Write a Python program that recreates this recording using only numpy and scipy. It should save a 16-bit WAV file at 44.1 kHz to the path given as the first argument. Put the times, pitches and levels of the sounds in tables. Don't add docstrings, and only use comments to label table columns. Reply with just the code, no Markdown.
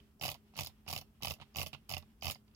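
import sys
import numpy as np
from scipy import signal
from scipy.fft import rfft, irfft
from scipy.io import wavfile

SR = 44100
rng = np.random.default_rng(int(sys.argv[2]) if len(sys.argv) > 2 else 0)


def store_wav(level_fs):
    pcm = np.round(np.clip(np.atleast_2d(level_fs), -1, 1) * 32767)
    wavfile.write(sys.argv[1], SR, pcm.T.astype(np.int16))


def rack_gain(trim_db):
    fader = np.asarray(trim_db, float)
    return 10 ** (fader / 20)


N = 112454


def band(x, hz, width):
    return signal.lfilter(*signal.iirpeak(hz, hz / width, fs=SR), x)


def tone():
    # f/Hz, level/dB per Hz
    air_curve = [(25, -105), (50, -84), (150, -93), (300, -99), (480, -109), (1300, -111), (6500, -123),
                 (16000, -123)]
    # f/Hz, width/Hz, left/dB, right/dB
    hum_bands = [(222, 30, -74.5, -77), (404.6, 22, -85, -80.5), (2940, 920, -93, -83),
                 (5250, 780, -98, -91), (12900, 3700, -85.5, -105)]
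    fan_hz, fan_db, stir_db = 214.7, -67.5, 3

    hz = np.maximum(np.fft.rfftfreq(N, 1 / SR), 1)
    curve_hz, curve_db = np.array(air_curve).T
    power = rack_gain(2 * np.interp(np.log(hz), np.log(curve_hz), curve_db))
    for centre_hz, width, left_db, right_db in hum_bands:
        peak = rack_gain(2 * np.array([[left_db], [right_db]])) / width
        power = power + peak / (1 + (2 * (hz - centre_hz) / width) ** 4)

    alike = np.clip(1 - np.log2(hz / 300) / 2.36, 0, 0.9)
    both, own = rfft(rng.standard_normal(N)), rfft(rng.standard_normal((2, N)))
    mix = np.sqrt(alike) * both + np.sqrt(1 - alike) * own
    air = irfft(np.sqrt(power * SR / 2) * mix, N)

    t = np.arange(N) / SR
    stir, wobble = (np.interp(t * 25, np.arange(70), rng.standard_normal(70)) for _ in range(2))
    sleeve = band(air, 2900, 4800) * (rack_gain(stir_db * stir) - 1)
    fan_phase = 2 * np.pi * np.cumsum(fan_hz * (1 + 0.001 * stir)) / SR
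    fan = rack_gain(fan_db + 1.1 * wobble) * np.sin(fan_phase)
    return air + sleeve + fan


def rattle(times, db, bands, fall_s, lead_s, grain_db, rub_db):
    edge_s, rub_s = 0.0005, 0.026
    t = np.arange(int(0.05 * SR)) / SR
    hits = np.zeros(N)
    hits[(np.maximum(times - lead_s, 0) * SR).astype(int)] = rack_gain(db)
    span = int(rub_s * SR)
    rub = rack_gain(rub_db) * np.convolve(hits, np.hanning(span))[span // 4:][:N]
    burst = np.minimum(t / edge_s, 1) * np.exp(-(t / fall_s / 2) ** 1.43)
    puff = np.convolve(hits, burst)[:N] + rub

    out = 0
    for hz, width, left_db, right_db in bands:
        both, own = rng.standard_normal(N), rng.standard_normal((2, N))
        grain = rack_gain(grain_db * rng.standard_normal(N // 32 + 1)).repeat(32)[:N]
        spread = min(hz / 6000, 2)
        hiss = (both + spread * own) / np.hypot(1, spread) * puff * grain
        hiss = band(band(hiss, hz, width), hz, width) * np.sqrt(SR / 2 / width)
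        out = out + hiss * rack_gain(np.array([[left_db], [right_db]]))
    return out


def ring(times, db, modes, push_s, detune, turn, apart, pitch=1):
    apart_hz, scatter_db = 1970, 2
    out = np.zeros((2, N + SR))
    longest_s = max(mode[1] for mode in modes)
    t = np.arange(int(4 * longest_s / 5 * SR)) / SR
    after_push = np.maximum(t - push_s, 0)
    swell = np.sin(np.pi / 2 * np.minimum(t / push_s, 1)) ** 2
    base, t60, left_db, right_db = np.array(modes).T[:, :, None]
    pitches = pitch * np.ones(len(times))
    chances = rng.standard_normal((len(times), 5, len(modes), 1))

    for s, level_db, scale, chance in zip(times, db, pitches, chances):
        tune, left_luck, luck, both, own = chance
        hz = base * scale
        near = np.minimum(hz / apart_hz, 1) ** 2 + apart
        phase = 2 * np.pi * hz * (1 + detune * tune) * (t - push_s) + np.pi / 2 + turn * both
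        fade = swell * rack_gain(level_db - 60 * after_push / t60 + scatter_db * luck / 2)
        left = fade * rack_gain(left_db + scatter_db * near * left_luck) * np.sin(phase + near * own)
        right = fade * rack_gain(right_db) * np.sin(phase)
        i = max(int(s * SR), 0)
        out[0, i:i + len(t)] += left.sum(0)
        out[1, i:i + len(t)] += right.sum(0)
    return out[:, :N]


def desk(times, db):
    # f/Hz, t60/s, left/dB, right/dB
    desk_modes = [(84.4, 0.17, -26, -7.5), (137.6, 0.15, -23, -16), (172.3, 0.088, -38, -19),
                  (443, 0.018, -35.5, -16.5), (263, 0.078, -35.5, -29.5)]
    thump = ring(times, db, desk_modes, push_s=0.00305, detune=0.014, turn=0.79, apart=0.82)
    return signal.lfilter(*signal.butter(2, 62, "high", fs=SR), thump)


def finger():
    # t/s, level/dB
    taps = [(.002, -63.5), (0.347, -50.5), (0.359, -63), (0.538, -59.5), (0.556, -51.5), (0.698, -58.5),
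            (0.864, -52), (1.02, -60), (1.213, -55), (1.364, -64), (1.387, -63.5), (1.400, -52),
            (1.413, -48), (1.419, -50.5), (1.428, -54), (1.709, -86), (1.731, -44.5), (1.738, -44),
            (1.746, -51), (1.89, -52), (1.999, -66), (2.024, -56), (2.355, -55.5), (2.479, -67),
            (2.513, -72), (2.536, -73)]
    # f/Hz, width/Hz, left/dB, right/dB
    skin = [(890, 800, -12.5, -9), (2060, 380, -22, -14.5), (2830, 900, -13.5, -3), (4130, 1800, -28, -9),
            (9300, 11000, -24, -48)]
    s, db = np.array(taps).T
    pats = rattle(s, db, skin, fall_s=0.0032, lead_s=0.00085, grain_db=4.5, rub_db=-20.5)
    return pats + desk(s, db + 5.5)


def room(x):
    t60_s, level_db = 0.12, -8.5
    t = np.arange(int(0.4 * SR)) / SR
    tail = rng.standard_normal((2, len(t))) * rack_gain(-60 * t / t60_s) * np.minimum(t / 0.00026, 1)
    tail = tail / np.sqrt(np.sum(tail ** 2, axis=1, keepdims=True))
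    above = signal.lfilter(*signal.butter(1, 300, "high", fs=SR), x)
    return rack_gain(level_db) * signal.fftconvolve(above, tail, axes=1)[:, :N]


def body():
    # t/s, level/dB, pitch f/Hz
    thuds = [(0.196, -55, 625), (0.212, -40.5, 843), (0.226, -36, 762), (0.237, -42, 1124),
             (0.252, -40, 597), (0.252, -32, 780), (0.281, -46, 610), (0.281, -34.5, 790),
             (0.312, -53, 710), (0.324, -45.5, 724), (0.347, -45, 691), (0.355, -51, 715),
             (0.537, -57, 800), (0.557, -54, 606), (0.567, -54, 694), (0.581, -47, 780),
             (0.589, -33.5, 846), (0.611, -37.5, 766), (0.621, -49, 713), (0.674, -70, 1070),
             (0.695, -60, 790), (0.865, -50, 774), (0.88, -47.5, 1090), (0.902, -42.5, 760),
             (0.928, -47, 1170), (0.928, -33, 816), (0.964, -37.5, 770), (0.984, -50, 674),
             (1.021, -51, 720), (1.206, -55, 770), (1.225, -45, 805), (1.249, -34.5, 790),
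             (1.274, -39, 890), (1.308, -40.5, 605), (1.362, -57, 730), (1.385, -56, 694),
             (1.401, -49, 794), (1.414, -51, 798), (1.421, -45.5, 974), (1.547, -50.5, 820),
             (1.56, -43, 790), (1.574, -40.5, 773), (1.599, -37, 674), (1.616, -41, 1020),
             (1.634, -41.5, 727), (1.664, -45, 588), (1.73, -50, 674), (1.747, -44, 1040),
             (1.895, -48, 781), (1.915, -47, 654), (1.928, -46, 704), (1.938, -47, 760),
             (1.969, -40.5, 785), (2.03, -55, 816), (2.225, -43.5, 781), (2.246, -47, 784),
             (2.256, -44, 664), (2.282, -34.5, 766), (2.3, -47, 1060), (2.357, -51.5, 756)]
    # multiple of the pitch, t60/s, left/dB, right/dB
    body_modes = [(0.449, 0.02, -22, -14.5), (0.778, 0.071, -19.5, -14.5), (1.0006, 0.034, -5, -4.5),
                  (1.329, 0.022, -10, -7), (1.85, 0.014, -26.5, -21)]
    s, db, hz = np.array(thuds).T
    return ring(s - 0.001, db, body_modes, push_s=0.002277, detune=0.038, turn=1.59, apart=0.061, pitch=hz)


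def spring(times, db):
    # t/s, level/dB
    pings = [(.1966, -51), (0.5453, -58), (0.552, -49), (0.6344, -36.5), (0.6617, -34), (.8745, -46),
             (.9523, -43), (0.976, -37), (1.0139, -51), (1.543, -53), (1.5484, -48), (2.211, -48),
             (2.2207, -48), (2.277, -35), (2.3477, -42), (2.479, -64), (2.548, -55)]
    # f/Hz, t60/s, left/dB, right/dB
    spring_modes = [(4710, 0.013, -11, -4.5), (5210, 0.013, -22, -2.5), (5400, 0.0052, -34, -15),
                    (6560, 0.011, -17.5, -13.5)]
    ping_s, ping_db = np.array(pings).T
    all_s, all_db = np.r_[times, ping_s], np.r_[db + 0.5, ping_db]
    return ring(all_s, all_db, spring_modes, push_s=0.00059, detune=0.05, turn=1.26, apart=0.13)


def shell(times, db):
    # f/Hz, t60/s, left/dB, right/dB
    shell_modes = [(623, 0.1, -25, -24.5), (740, 0.038, -19, -20), (1163, 0.034, -23, -20),
                   (2032, 0.092, -28.5, -30), (2190, 0.025, -25, -19), (2603, 0.017, -22, -5.5),
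                   (2944, 0.012, -18, -3), (3600, 0.016, -22.5, -14)]
    return ring(times, db, shell_modes, push_s=0.001716, detune=0.024, turn=0.91, apart=0.12)


def contacts(times, db):
    # f/Hz, width/Hz, left/dB, right/dB
    hiss_bands = [(11180, 2340, -6.5, -18.5), (14120, 2500, -6, -13), (6930, 8000, -14, -17),
                  (4350, 3830, -29, -4.5), (2960, 2100, -20.5, -8.5), (790, 480, -18, -12),
                  (6920, 120, -18, -27)]
    return rattle(times, db, hiss_bands, fall_s=0.0013, lead_s=0.0013, grain_db=4.0, rub_db=-15.5)


def mouse():
    # t/s, shell knock level/dB, contact tick level/dB
    drag_1 = [(0.2122, -30, -44), (0.2194, -41, -45), (0.2245, -33, -38.5), (0.2357, -26, -39),
              (0.2423, -31.5, -37.5), (0.2522, -30.5, -38), (0.2587, -26, -36.5), (0.2673, -36, -37),
              (0.2802, -32, -36), (0.2889, -24.5, -39.5), (0.3014, -76, -36.5), (0.3093, -53, -44),
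              (0.3164, -41.5, -36.5), (0.3432, -51, -48)]
    drag_2 = [(0.567, -43.5, -42), (0.5768, -38, -40.5), (0.583, -43, -51), (0.589, -25.5, -36.5),
              (0.5963, -35, -38), (0.6086, -33.5, -35.0), (0.619, -38.5, -39.5), (0.6341, -43, -38.5),
              (0.6478, -55, -38), (0.6627, -47, -53), (0.6713, -45.5, -38.5)]
    drag_3 = [(0.8785, -31, -45), (0.8849, -41, -42), (0.8894, -39, -41.5), (0.9, -37.5, -42),
              (0.904, -40, -38), (0.9126, -38, -38.5), (0.928, -34, -35.5), (0.9352, -32, -36.5),
              (0.9478, -41, -49), (0.952, -41, -38.5), (0.9626, -27, -38), (0.9781, -41, -36),
              (0.9867, -41.5, -42), (1.0131, -46, -47)]
    drag_4 = [(1.2234, -31, -42.5), (1.2331, -35, -34), (1.247, -25.5, -37), (1.2558, -45, -34),
              (1.271, -26.5, -38.5), (1.2819, -31, -37), (1.2911, -65, -54), (1.3006, -46, -36),
              (1.3083, -27.0, -38.5), (1.3199, -57, -40), (1.3381, -43.5, -44.5)]
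    drag_5 = [(1.5473, -45.5, -67), (1.5586, -29, -43), (1.569, -36.5, -34), (1.576, -38, -43.5),
              (1.5847, -26, -38), (1.5933, -36, -37.5), (1.597, -32, -42.5), (1.606, -39, -37.5),
              (1.6149, -25.5, -39), (1.6226, -46, -39), (1.6304, -34, -38.5), (1.6629, -32.5, -45),
              (1.6694, -40, -41), (1.681, -57, -53), (1.7313, -36, -54), (1.747, -37, -60.5)]
    drag_6 = [(1.8937, -36, -40), (1.9024, -39.5, -39.5), (1.9133, -27.5, -41.0), (1.9236, -36.5, -37.5),
              (1.9371, -25, -41), (1.946, -41, -42.5), (1.967, -26.5, -43.5), (1.98, -42, -39.5)]
    drag_7 = [(2.2231, -30, -45), (2.2321, -41, -43.5), (2.237, -39, -44), (2.245, -27.5, -41),
              (2.2559, -30, -36), (2.268, -24.5, -37), (2.2811, -29.5, -36.5), (2.2903, -37, -39.5),
              (2.2989, -25.5, -40), (2.3109, -37.5, -34.5), (2.3188, -45, -38)]
    lean_db = [0.51, 0.58, 0.12, 1.2, 0.61, -0.63, 0.56]

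    drags = [drag_1, drag_2, drag_3, drag_4, drag_5, drag_6, drag_7]
    s, knock_db, tick_db = np.vstack(drags).T
    effort_db = (knock_db + tick_db) / 2
    weight_db = np.repeat(lean_db, [len(drag) for drag in drags])
    plastic = shell(s, knock_db) + spring(s, effort_db)
    return plastic + desk(s, effort_db + weight_db) + contacts(s, tick_db)


def scene():
    left_late_s = 0.00014
    touch = mouse() + finger()
    wet, air = room(touch), tone()
    near = touch + body()
    late_left = np.roll(near[0], int(left_late_s * SR))
    return np.array([late_left, near[1]]) + wet + air


def top_cut(x):
    return signal.sosfilt(signal.butter(12, 16850, fs=SR, output="sos"), x)


def record(dry):
    low_pass = signal.ellip(8, 0.2, 60, 15950, fs=SR, output="sos")
    cut = signal.sosfilt(low_pass, dry)
    return top_cut(cut)


dry = scene()
out = record(dry)
store_wav(out)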